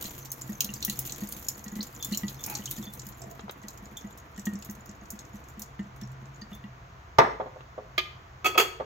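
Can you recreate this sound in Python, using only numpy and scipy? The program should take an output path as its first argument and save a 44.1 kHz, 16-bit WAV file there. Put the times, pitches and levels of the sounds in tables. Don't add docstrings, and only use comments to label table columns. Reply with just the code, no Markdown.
import sys
import numpy as np
from scipy import signal
from scipy.fft import rfft, irfft, next_fast_len
from scipy.io import wavfile
from scipy.ndimage import uniform_filter1d

SR = 44100
rng = np.random.default_rng(int(sys.argv[2]) if len(sys.argv) > 2 else 0)


def wrap_up_sound(samples):
    columns = np.atleast_2d(samples).T
    tamed = np.clip(columns, -1, 1)
    steps = np.round(tamed * 32767).astype(np.int16)
    wavfile.write(sys.argv[1], SR, steps)


N = 390285
POUR_END_S = 6.55

# time_s, level_db
POUR_FLOW = [(0.0, -48.5), (0.39, -59), (0.97, -50), (1.75, -59.5), (2.14, -54), (2.35, -57), (2.67, -48.5),
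             (3.47, -75.5), (3.77, -68.5), (3.86, -70), (4.44, -74.5), (4.63, -70), (4.79, -75),
             (5.58, -73.5), (5.75, -90), (6.7, -76)]


def pour_strength(full_pour_db=-56.5):
    return curve(POUR_FLOW) - full_pour_db


def lesser_drops(flow_db, per_s, level_db, follow, spread_db):
    slots = np.arange(0, POUR_END_S, 1 / per_s)
    late, size = rng.random((200, 2))[:len(slots)].T
    when = np.minimum(slots + late / per_s, POUR_END_S)
    return zip(when, level_db + follow * flow_db[(when * SR).astype(int)] + spread_db * (size - .5))


# start_s, level_db, body_relative_db, fizz_relative_db
BASIN_SPLATS = [(0.0248, -39.5, 0, 14), (0.042, -32, -18, -8), (0.054, -38, 3.5, 0),
                (0.3175, -33.5, -19, 11), (0.4186, -37, -28, -21), (0.606, -21, -1, 4),
                (0.645, -29.5, -4.5, 4.5), (0.7387, -30, -20, -2), (0.826, -32, -2, -2),
                (0.849, -25.5, -7.5, 9), (0.8978, -27, -5, 4), (0.991, -28.5, -16, 10),
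                (1.096, -34, -3, -15), (1.122, -27.5, -17, -5), (1.289, -46.5, -17, 17),
                (1.3233, -31.5, -11, 7), (1.485, -20.5, -20, 1), (1.6412, -38.5, -30, 1),
                (1.755, -39, -11, -1), (1.8288, -30, -12, -4), (2.0262, -29, -8.5, 0),
                (2.047, -30, -11, 6.5), (2.123, -31, -8, -3), (2.147, -27.5, -6.5, -5),
                (2.174, -26.5, -26, 1), (2.282, -35, 1.5, -21), (2.439, -27, -15.5, -4.5),
                (2.4628, -33, -18, 8.5), (2.499, -33, -6.5, 5.5), (2.552, -23.5, -18, -14),
                (2.657, -28.5, -12, -19), (2.711, -32.5, -10, 10), (2.9953, -35, -16, -10),
                (3.0673, -41.5, -18, 2), (3.088, -50.5, -4, 14), (3.218, -37, -30, -16),
                (3.6836, -33.5, -13, -5), (3.9712, -40, -21, 2), (4.395, -35.5, -20, -13),
                (4.455, -33.5, -11, -0.5), (4.555, -42, -16, -25), (4.624, -40, -2, -7),
                (4.6483, -45, -15, 6), (4.698, -43, -18, 0), (4.8928, -43, -27, -25),
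                (5.1038, -32.5, -32, 7.5), (5.191, -35, -13, -14), (5.5948, -45, -13, 12),
                (5.6196, -31.5, -16.5, -2), (6.0132, -45, -6, -5)]


def splats(flow_db, attack_ms=0.5, decay_ms=3.47, fizz_ms=3.45, scatter_ms=14):
    out, ms = np.zeros((2, N)), np.arange(4096) * 1000 / SR
    drops = lesser_drops(flow_db, per_s=11, level_db=-42.5, follow=0.42, spread_db=5.5)
    small = [(s, db, -11.5, rng.normal(-8, 9)) for s, db in drops]
    attack = 1 - np.exp(-ms / attack_ms)
    for s, db, body_db, fizz_db in BASIN_SPLATS + small:
        body = noise([(1200, -58), (2300, -8), (3100, 2), (4400, 8), (5600, -15)], len(ms))
        snap = noise([(3500, -28.5), (5000, -4.5), (6500, 8), (7300, 6), (8400, -12.5), (11000, -31)],
                     len(ms))
        fizz = noise([(6000, -45), (8500, -9), (10500, -7), (12500, 1.5), (16000, 1)], len(ms))
        foam = ragged(spread_db=4, count=56)
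        flicker = unit(uniform_filter1d(rng.standard_normal(len(ms)), 60))
        scatter = amp(-18) * np.exp(0.66 * flicker - ms / scatter_ms)
        crack = colour(snap + amp(body_db) * body, foam) * (1.44 * np.exp(-ms / decay_ms) + scatter)
        froth = amp(fizz_db + 3) * colour(fizz, foam) * (1.07 * np.exp(-ms / fizz_ms) + scatter)
        add(out, s - .0004, amp(db + 4) * attack * (crack + froth) / 2)
    return out


# start_s, level_db, tap_relative_db
FLAP_DROPS = [(0.493, -26.5, -22), (0.640, -36, -24), (0.690, -33, -17), (0.88, -27.5, -10),
              (1.221, -26.5, -23), (1.662, -34, -12), (1.723, -32, -21), (1.761, -29.5, -21),
              (1.790, -28, -17.5), (2.117, -23, -20), (2.234, -23, -14), (2.592, -34, -18),
              (2.779, -32, -18), (2.792, -27.5, -30), (2.87, -35, -20), (3.435, -36, -26),
              (3.637, -39, -9.5), (4.043, -31.5, -21), (4.379, -33, -12), (4.469, -21, -12),
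              (4.527, -30, -21), (4.548, -30.5, -26), (4.69, -31.5, -18), (4.890, -38.5, -20),
              (5.129, -35.5, -24), (5.34, -35, -23), (5.574, -36.5, -20), (5.793, -25.5, -16.5),
              (6.019, -32.5, -19), (6.418, -37.5, -10.5), (6.517, -35, -15), (6.64, -34.5, -13)]
# pitch_hz, level_db, t60_s
HOLLOW_MODES = [(203.1, 3, 0.13), (213, -12.5, 0.045), (322.3, -13, 0.11), (445, -15, 0.041)]
FLAP_MODES = [(1859, -4, 0.12), (1934, 3, 0.11), (2230, -17.5, 0.064), (2820, -6, 0.079),
              (1210, -9.5, 0.093)]


def plops(flow_db, swell_ms=5, slap_ms=5, light_tap_db=-18):
    out, t = np.zeros((2, N)), np.arange(SR // 5) / SR
    drops = lesser_drops(flow_db, per_s=2.6, level_db=-41, follow=.1, spread_db=6)
    light = [(s, db, light_tap_db) for s, db in drops]
    slap_spectrum = [(300, -6), (900, 11.5), (1400, -15.5), (2400, -12), (3200, 3.5), (6000, -19.5)]
    for s, db, tap_db in FLAP_DROPS + light:
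        boom = ring(HOLLOW_MODES, t * rng.uniform(0.99, 1.03)) * (1 - np.exp(-t * 1000 / swell_ms))
        spot = [(hz * rng.uniform(0.95, 1.045), mode_db + rng.normal(0, 5), t60)
                for hz, mode_db, t60 in FLAP_MODES]
        slap = noise(slap_spectrum, len(t)) * np.exp(-t * 1000 / slap_ms)
        tap = ring(spot, t) + amp(-1) * slap
        add(out, s, amp(db) * (amp(2) * boom + amp(tap_db - 2) * tap))
    return out


def bubble(hz, decay_ms, rise_octaves):
    ms = np.arange(2400) * 1000 / SR
    pitch = hz * 2 ** (rise_octaves * (1 - np.exp(-ms / 10)))
    mic_phase = np.array([[-1], [1]]) * rng.uniform(-0.8, 1)
    envelope = np.exp(-ms / decay_ms) * (1 - np.exp(-ms / .5))
    return envelope * np.sin(2 * np.pi * np.cumsum(pitch) / SR + mic_phase)


# start_s, pitch_hz, level_db, rise_octaves
CLEAR_BUBBLES = [(0.607, 6360, -15.5, 0.05), (0.691, 2770, -32, 0.04), (0.829, 5680, -29, 0.11),
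                 (1.486, 6830, -20, 0.084), (1.807, 3900, -26, 0.71), (2.128, 3940, -27, 0.36),
                 (2.138, 2760, -28.5, 0.33), (2.551, 4100, -29.5, 0.33), (2.676, 2940, -34.5, 0.28),
                 (6.035, 5500, -39.5, 0.066), (6.418, 4490, -36, 0.21)]


def bubbles(flow_db, tiny_db=-44, follow=0.85, spread_db=6, tiny_hz=6500, lower_hz=3600, count=320):
    out = np.zeros((2, N))
    for s, hz, db, rise in CLEAR_BUBBLES:
        add(out, s, amp(db + 2) * bubble(hz, decay_ms=4.1, rise_octaves=rise))
    for when, pitch, detune, size, life in rng.random((count, 5)):
        s = when * POUR_END_S
        pour_db = flow_db[int(s * SR)]
        strength = np.clip(0.713 + pour_db / 24, 0, 1)
        hz = tiny_hz * (1 + 0.15 * (detune - .5)) - lower_hz * strength * pitch ** 2
        db = tiny_db + follow * pour_db + spread_db * size ** 2
        add(out, s, amp(db) * bubble(hz, decay_ms=0.56 + 1.6 * life, rise_octaves=0))
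    return out


def pips(flow_db, pitch_hz=6650):
    out = np.zeros((2, N))
    for s, db in lesser_drops(flow_db, per_s=11, level_db=-36, follow=0.46, spread_db=10):
        hz = pitch_hz * (1 + .07 * rng.uniform(-1, 1))
        add(out, s, amp(db) * bubble(hz, decay_ms=3.05, rise_octaves=0.027))
    return out


# start_s, level_db
DRAIN_PINGS = [(2.0, -43), (2.027, -35.5), (2.391, -45), (2.829, -44), (2.868, -42), (3.968, -36),
               (6.528, -44.5)]
# pitch_hz, level_db, t60_s
PING_MODES = [(3530, 0, .12), (3370, -7, .08), (3240, -9, .1)]


def pings(attack_ms=0.95, detune=0.0066):
    out, t = np.zeros((2, N)), np.arange(SR // 5) / SR
    attack = 1 - np.exp(-t * 1000 / attack_ms)
    for s, db in DRAIN_PINGS:
        tuning = 1 + detune * rng.standard_normal()
        add(out, s, amp(db - 2) * ring(PING_MODES, t * tuning) * attack)
    return out


def clumps(per_s, spread_db, decay_ms, steady):
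    lumps = amp(spread_db * np.minimum(rng.exponential(1, N), 3)) * (rng.random(N) < per_s / SR)
    flurry = signal.lfilter([1], [1, -np.exp(-1000 / (decay_ms * SR))], lumps)
    return unit(steady + unit(flurry))


# frequency_hz, level_db
SPRAY_SPECTRUM = [(5000, -44), (7000, 0.5), (8600, -19.5), (10500, -7), (13000, 3), (16000, -4.5)]
PATTER_SPECTRUM = [(300, 10), (1000, -14), (2200, -2), (3500, 0.5), (5000, -6.5), (6600, 7), (8000, -6),
                   (10000, -29)]
GURGLE_SPECTRUM = [(120, -17), (200, 14), (350, 5.5), (540, 2.5), (820, -1.5), (1500, -7), (2400, -8.5),
                   (4000, -35), (8000, -57)]


def stream(flow_db, run_off_s=0.19):
    running = 1 - swell(POUR_END_S + run_off_s / 2, N / SR, run_off_s)
    pouring = running * clumps(per_s=70, spread_db=4, decay_ms=7, steady=.4)
    surge_db = 0.8 * np.maximum(flow_db, 0)
    spray = droplets(SPRAY_SPECTRUM, per_s=3500, spread_db=1) * amp(-51 + flow_db)
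    patter = droplets(PATTER_SPECTRUM, per_s=700, spread_db=-3.5) * amp(-57 + 0.67 * flow_db + surge_db)
    gurgle = droplets(GURGLE_SPECTRUM, per_s=400, spread_db=5.5) * amp(-52.5 + 0.24 * flow_db)
    return pouring * (spray + patter) + running * gurgle


# frequency_hz, level_db
GULP_SPECTRUM = [(150, -16), (300, 9), (560, -5), (820, 8), (1100, -5), (1500, -2), (2000, -9), (2450, 3),
                 (3200, -21), (6000, -35)]


def gulp():
    gush = swell(start_s=2.465, length_s=0.11, fade_s=.04)
    return droplets(GULP_SPECTRUM, per_s=600, spread_db=3) * amp(-43.5) * gush


# time_s, level_db
SLOSH_LEVEL = [(3.12, -75), (3.2, -52.5), (3.26, -48), (3.32, -53), (3.42, -64)]
# frequency_hz, level_db
SLOSH_SPECTRUM = [(200, -15), (400, 11.5), (550, -4), (690, 14.5), (900, -22), (2000, -47)]


def slosh():
    return droplets(SLOSH_SPECTRUM, per_s=440, spread_db=2.5) * amp(curve(SLOSH_LEVEL))


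def knocks(blows, modes, contact, low_t60_s, high_t60_s, attack_ms, lag_rad, gain_db):
    out, t = np.zeros((2, N)), np.arange(SR // 2) / SR
    overtones = ragged(spread_db=6, count=260)
    attack = 1 - np.exp(-t * 1000 / attack_ms)
    for s, db, cutoff_hz, ring_db in blows:
        burst = noise(contact, len(t))
        low = colour(burst, [(2000, -1.5), (4500, -41), (9000, -48.5)])
        high = 0.72 * colour(burst - low, overtones)
        crack = low * amp(-60 * t / low_t60_s) + high * amp(-60 * t / high_t60_s)
        blow = (crack + amp(ring_db) * ring(modes, t, lag_rad)) * attack
        lowpass = signal.butter(2, cutoff_hz, fs=SR)
        add(out, s, amp(db + gain_db) * signal.lfilter(*lowpass, blow))
    return out


# start_s, level_db, cutoff_hz, ring_relative_db
JAR_TICKS = [(3.394, -37, 8750, -17), (3.481, -38, 1200, -19), (3.495, -32, 9000, -26),
             (7.607, -42, 3970, -22)]
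JAR_BLOWS = [(7.1845, -11, 15000, 1.5), (7.193, -23, 2500, -6)]
# pitch_hz, level_db, t60_s
JAR_MODES = [(128, 2, 0.11), (293, -16, 0.18), (376, -10.5, 0.34), (439.6, 4.5, 0.19), (532, -3, 0.23),
             (674, 8.5, 0.1), (723, -16, 0.13), (905, 5.5, 0.17), (1040, 2, 0.13), (1185, 4, 0.11),
             (1180, 0, .11), (1533, -15, 0.24), (1804, -11, .12), (2035, -10, 0.33), (2555, -4, 0.092),
             (3750, -26.5, 0.15)]
# frequency_hz, level_db
TICK_CONTACT = [(150, -4), (500, 9.5), (1200, 0.5), (3300, -7.5), (6000, -19.5), (14000, -42)]
JAR_CONTACT = [(30, -31), (70, -26.5), (200, -15.5), (420, -11), (950, -11), (1500, -18), (2100, -17.5),
               (2900, -24.5), (3900, -14), (4600, -31), (5500, -23.5), (7000, -29), (9000, -48.5),
               (14000, -38.5)]


def jar_ticks():
    return knocks(JAR_TICKS, JAR_MODES, TICK_CONTACT,
                  low_t60_s=0.018, high_t60_s=0.06, attack_ms=0.078, lag_rad=0.65, gain_db=4.5)


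def jar_set_down():
    return knocks(JAR_BLOWS, JAR_MODES, JAR_CONTACT,
                  low_t60_s=0.28, high_t60_s=0.063, attack_ms=0.83, lag_rad=0.64, gain_db=0.5)


# start_s, level_db, cutoff_hz, ring_relative_db
LID_BLOWS = [(7.9785, -19.5, 18000, 0), (7.990, -23, 5000, -14)]
# pitch_hz, level_db, t60_s
LID_MODES = [(366, -12.5, 0.11), (647, -8, 0.052), (1215, -7.5, 0.11), (1686, -15, 0.11), (2120, -1, 0.048),
             (2340, -7, 0.081), (2420, -10.5, 0.14), (2500, -22, .2), (3130, -18, 0.082),
             (3240, -11, 0.092), (3480, -16, .1), (4380, -16, 0.084), (5300, -27, 0.14), (6170, -29, 0.13)]
# frequency_hz, level_db
LID_CONTACT = [(150, -41), (350, -9), (900, -14), (1600, -17), (2400, -0.5), (3600, -3.5), (5000, -15),
               (6500, -14), (9000, -40), (12000, -20.5), (16000, -23)]


def lid_clack():
    return knocks(LID_BLOWS, LID_MODES, LID_CONTACT,
                  low_t60_s=0.059, high_t60_s=0.055, attack_ms=1.9, lag_rad=0.62, gain_db=3.5)


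# start_s, level_db, cutoff_hz, ring_relative_db
DISH_BLOWS = [(8.444, -26.5, 12400, 6.3), (8.456, -20, 18000, 4.6), (8.544, -35, 4000, 2.7),
              (8.576, -14, 18200, 2.1), (8.596, -16, 18000, 1.4)]
# pitch_hz, level_db, t60_s
DISH_MODES = [(370, -0.5, 0.28), (443.6, -3, 0.23), (722, 0, 0.14), (1040, -6, 0.15), (1272, 11.5, 0.13),
              (1610, -28, 0.61), (2260, 7, 0.065), (2340, -9, 0.099), (2577, 11, 0.081), (3000, -28, 0.2),
              (3110, -11, 0.13), (3280, -5.5, 0.24), (3370, -0.5, 0.17), (4242, -19, 0.23),
              (4400, -25, 0.45), (4730, -28, 0.19), (5500, -35, .25), (5744, -27, 0.2), (6126, -18, 0.26),
              (6420, -34, 0.15), (6860, -23, .24), (7580, -23, 0.14), (11600, -16, 0.11), (13800, -13, 0.1)]
# frequency_hz, level_db
DISH_CONTACT = [(150, -31), (380, 1.5), (560, -8.5), (750, -6.5), (1700, -9.5), (2500, -3), (3400, -2.5),
                (3800, -18), (4700, -12), (6500, -10), (9000, -27.5), (12500, -14), (16000, -19)]


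def dish_clank():
    return knocks(DISH_BLOWS, DISH_MODES, DISH_CONTACT,
                  low_t60_s=0.15, high_t60_s=0.12, attack_ms=3.4, lag_rad=0.51, gain_db=2)


# start_s, level_db, cutoff_hz, ring_relative_db
SOFT_BUMPS = [(7.399, -33, 1290, 7), (7.408, -34.5, 1200, 4), (7.459, -40.5, 1200, 2),
              (7.560, -49, 885, 10.5), (7.779, -42, 1260, 11), (8.554, -33, 1300, 4.5),
              (8.800, -32.5, 1420, 6.5)]
# pitch_hz, level_db, t60_s
BUMP_MODES = [(421, -9.5, 0.24), (525, 2.5, 0.096), (614, 7, 0.047), (733, -3, 0.081), (880, -6.5, 0.082),
              (1160, -9.5, 0.1)]


def bumps():
    return knocks(SOFT_BUMPS, BUMP_MODES, JAR_CONTACT,
                  low_t60_s=0.11, high_t60_s=0.076, attack_ms=1.7, lag_rad=0.41, gain_db=6)


# frequency_hz, level_db
AIR_SPECTRUM = [(20, -32), (32, -11.5), (55, 1), (100, -2.5), (170, -9.5), (260, -19), (400, -16.5),
                (550, -20.5), (1050, -15.5), (2000, -22), (3000, -29.5), (5000, -36.5), (6700, -32),
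                (9000, -60.5), (13000, -45.5)]
# start_s, length_s
HUM_SWELLS = [(.2, 1.0), (2.0, 1.36), (5.85, 0.59)]


def kitchen(air_db=-48.5, hum_db=-54, swell_db=8):
    hum = noise([(60, -61), (112, -27), (124, 3), (130, 4), (138, 0.5), (160, -35), (300, -80)], N)
    louder = sum(swell(s, length, fade_s=0.17) for s, length in HUM_SWELLS)
    return amp(air_db) * noise(AIR_SPECTRUM, N) + amp(hum_db + swell_db * louder) * hum


def droplets(spectrum, per_s, spread_db):
    clicks = np.zeros((2, N))
    when, side, sign, size = rng.random((int(2 * per_s * N / SR), 4)).T
    strength = amp(-spread_db * np.log(size + 0.018))
    clicks[(2 * side).astype(int), (when * N).astype(int)] = np.sign(sign - .5) * strength
    return unit(colour(clicks, spectrum))


def ring(modes, t, lag_rad=0.37):
    mic_phase = np.array([[-lag_rad], [lag_rad]])
    out = sum(amp(db - 60 * t / min(t60, .6)) * np.sin(2 * np.pi * hz * t + mic_phase)
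              for hz, db, t60 in modes)
    return out / np.sqrt(sum(amp(db) ** 2 for _, db, _ in modes) / 2)


def echoes(x, t60s, delay_s, size):
    taps = rng.choice([-1., 1.], (2, size)) * (rng.random((2, size)) < .1)
    hz, t, bands = signal.stft(taps, SR, nperseg=128)
    decay = amp(-60 * t / read(t60s, hz)[:, None])
    tail = signal.istft(bands * decay, SR, nperseg=128)[1]
    tail[:, :round(delay_s * SR)] = 0
    tail /= np.linalg.norm(tail, axis=1, keepdims=True)
    return signal.oaconvolve(x, tail, axes=1)[:, :N]


def amp(db):
    return 10 ** (np.asarray(db) / 20)


def unit(x):
    return x / np.sqrt(np.mean(x ** 2) + 1e-20)


def read(points, hz):
    f, value = np.transpose(points)
    return np.interp(np.log(hz + 1), np.log(f + 1), value)


def curve(rows):
    return np.interp(np.arange(N) / SR, *np.transpose(rows))


def swell(start_s, length_s, fade_s):
    t = np.arange(N) / SR - start_s
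    return np.clip(np.minimum(t, length_s - t) / fade_s + .5, 0, 1)


def add(mix, s, sound):
    part = mix[:, max(round(s * SR), 0):][:, :sound.shape[-1]]
    part += sound[..., :part.shape[1]]


def colour(x, spectrum):
    size = next_fast_len(x.shape[-1])
    gain = amp(read(spectrum, np.fft.rfftfreq(size, 1 / SR)))
    return irfft(rfft(x, size) * gain, size)[..., :x.shape[-1]]


def noise(spectrum, size):
    return unit(colour(rng.standard_normal((2, size)), spectrum))


def ragged(spread_db, count):
    level_db = spread_db * np.clip(rng.standard_normal(count), -2, 2)
    return np.column_stack([np.linspace(0, SR / 2, count), level_db])


def pan(x, left_db):
    return x * amp(np.array([[left_db], [-left_db]]) / 2)


# frequency_hz, t60_s
KITCHEN_DECAY = [(100, 0.35), (400, 0.46), (1200, 0.43), (3000, 0.43), (7000, 0.4), (15000, 0.27)]


def scene(basin_db=-7, water_room_db=-18, knock_room_db=-11):
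    flow_db = pour_strength()
    water = splats(flow_db) + bubbles(flow_db) + pips(flow_db) + pings()
    water += stream(flow_db) + gulp() + slosh()
    basin = echoes(water, [(500, 0.12), (6500, 0.091), (14000, 0.079)], delay_s=0.0034, size=6000)
    sink = water + amp(basin_db) * basin + plops(flow_db) + jar_ticks()
    handling = jar_set_down() + bumps() + lid_clack() + dish_clank()
    into_room = amp(water_room_db) * sink + amp(knock_room_db) * handling
    room = echoes(into_room, KITCHEN_DECAY, delay_s=0.0043, size=24000)
    return sink + pan(handling, left_db=-2) + room + kitchen()


# frequency_hz, side_db
MIC_WIDTH = [(100, -23), (200, -11.5), (350, -8.5), (1000, 3), (2400, -1), (5000, 0.5), (6500, -6.5),
             (12000, -7)]


def record(dry, edge_hz=16000):
    mid, side = dry.mean(0), colour((dry[0] - dry[1]) / 2, MIC_WIDTH)
    lowpass = signal.firwin(401, edge_hz, window=("kaiser", 8), fs=SR)
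    return signal.oaconvolve(np.array([mid + side, mid - side]), lowpass[None], "same")


dry = scene()
out = record(dry)
wrap_up_sound(out)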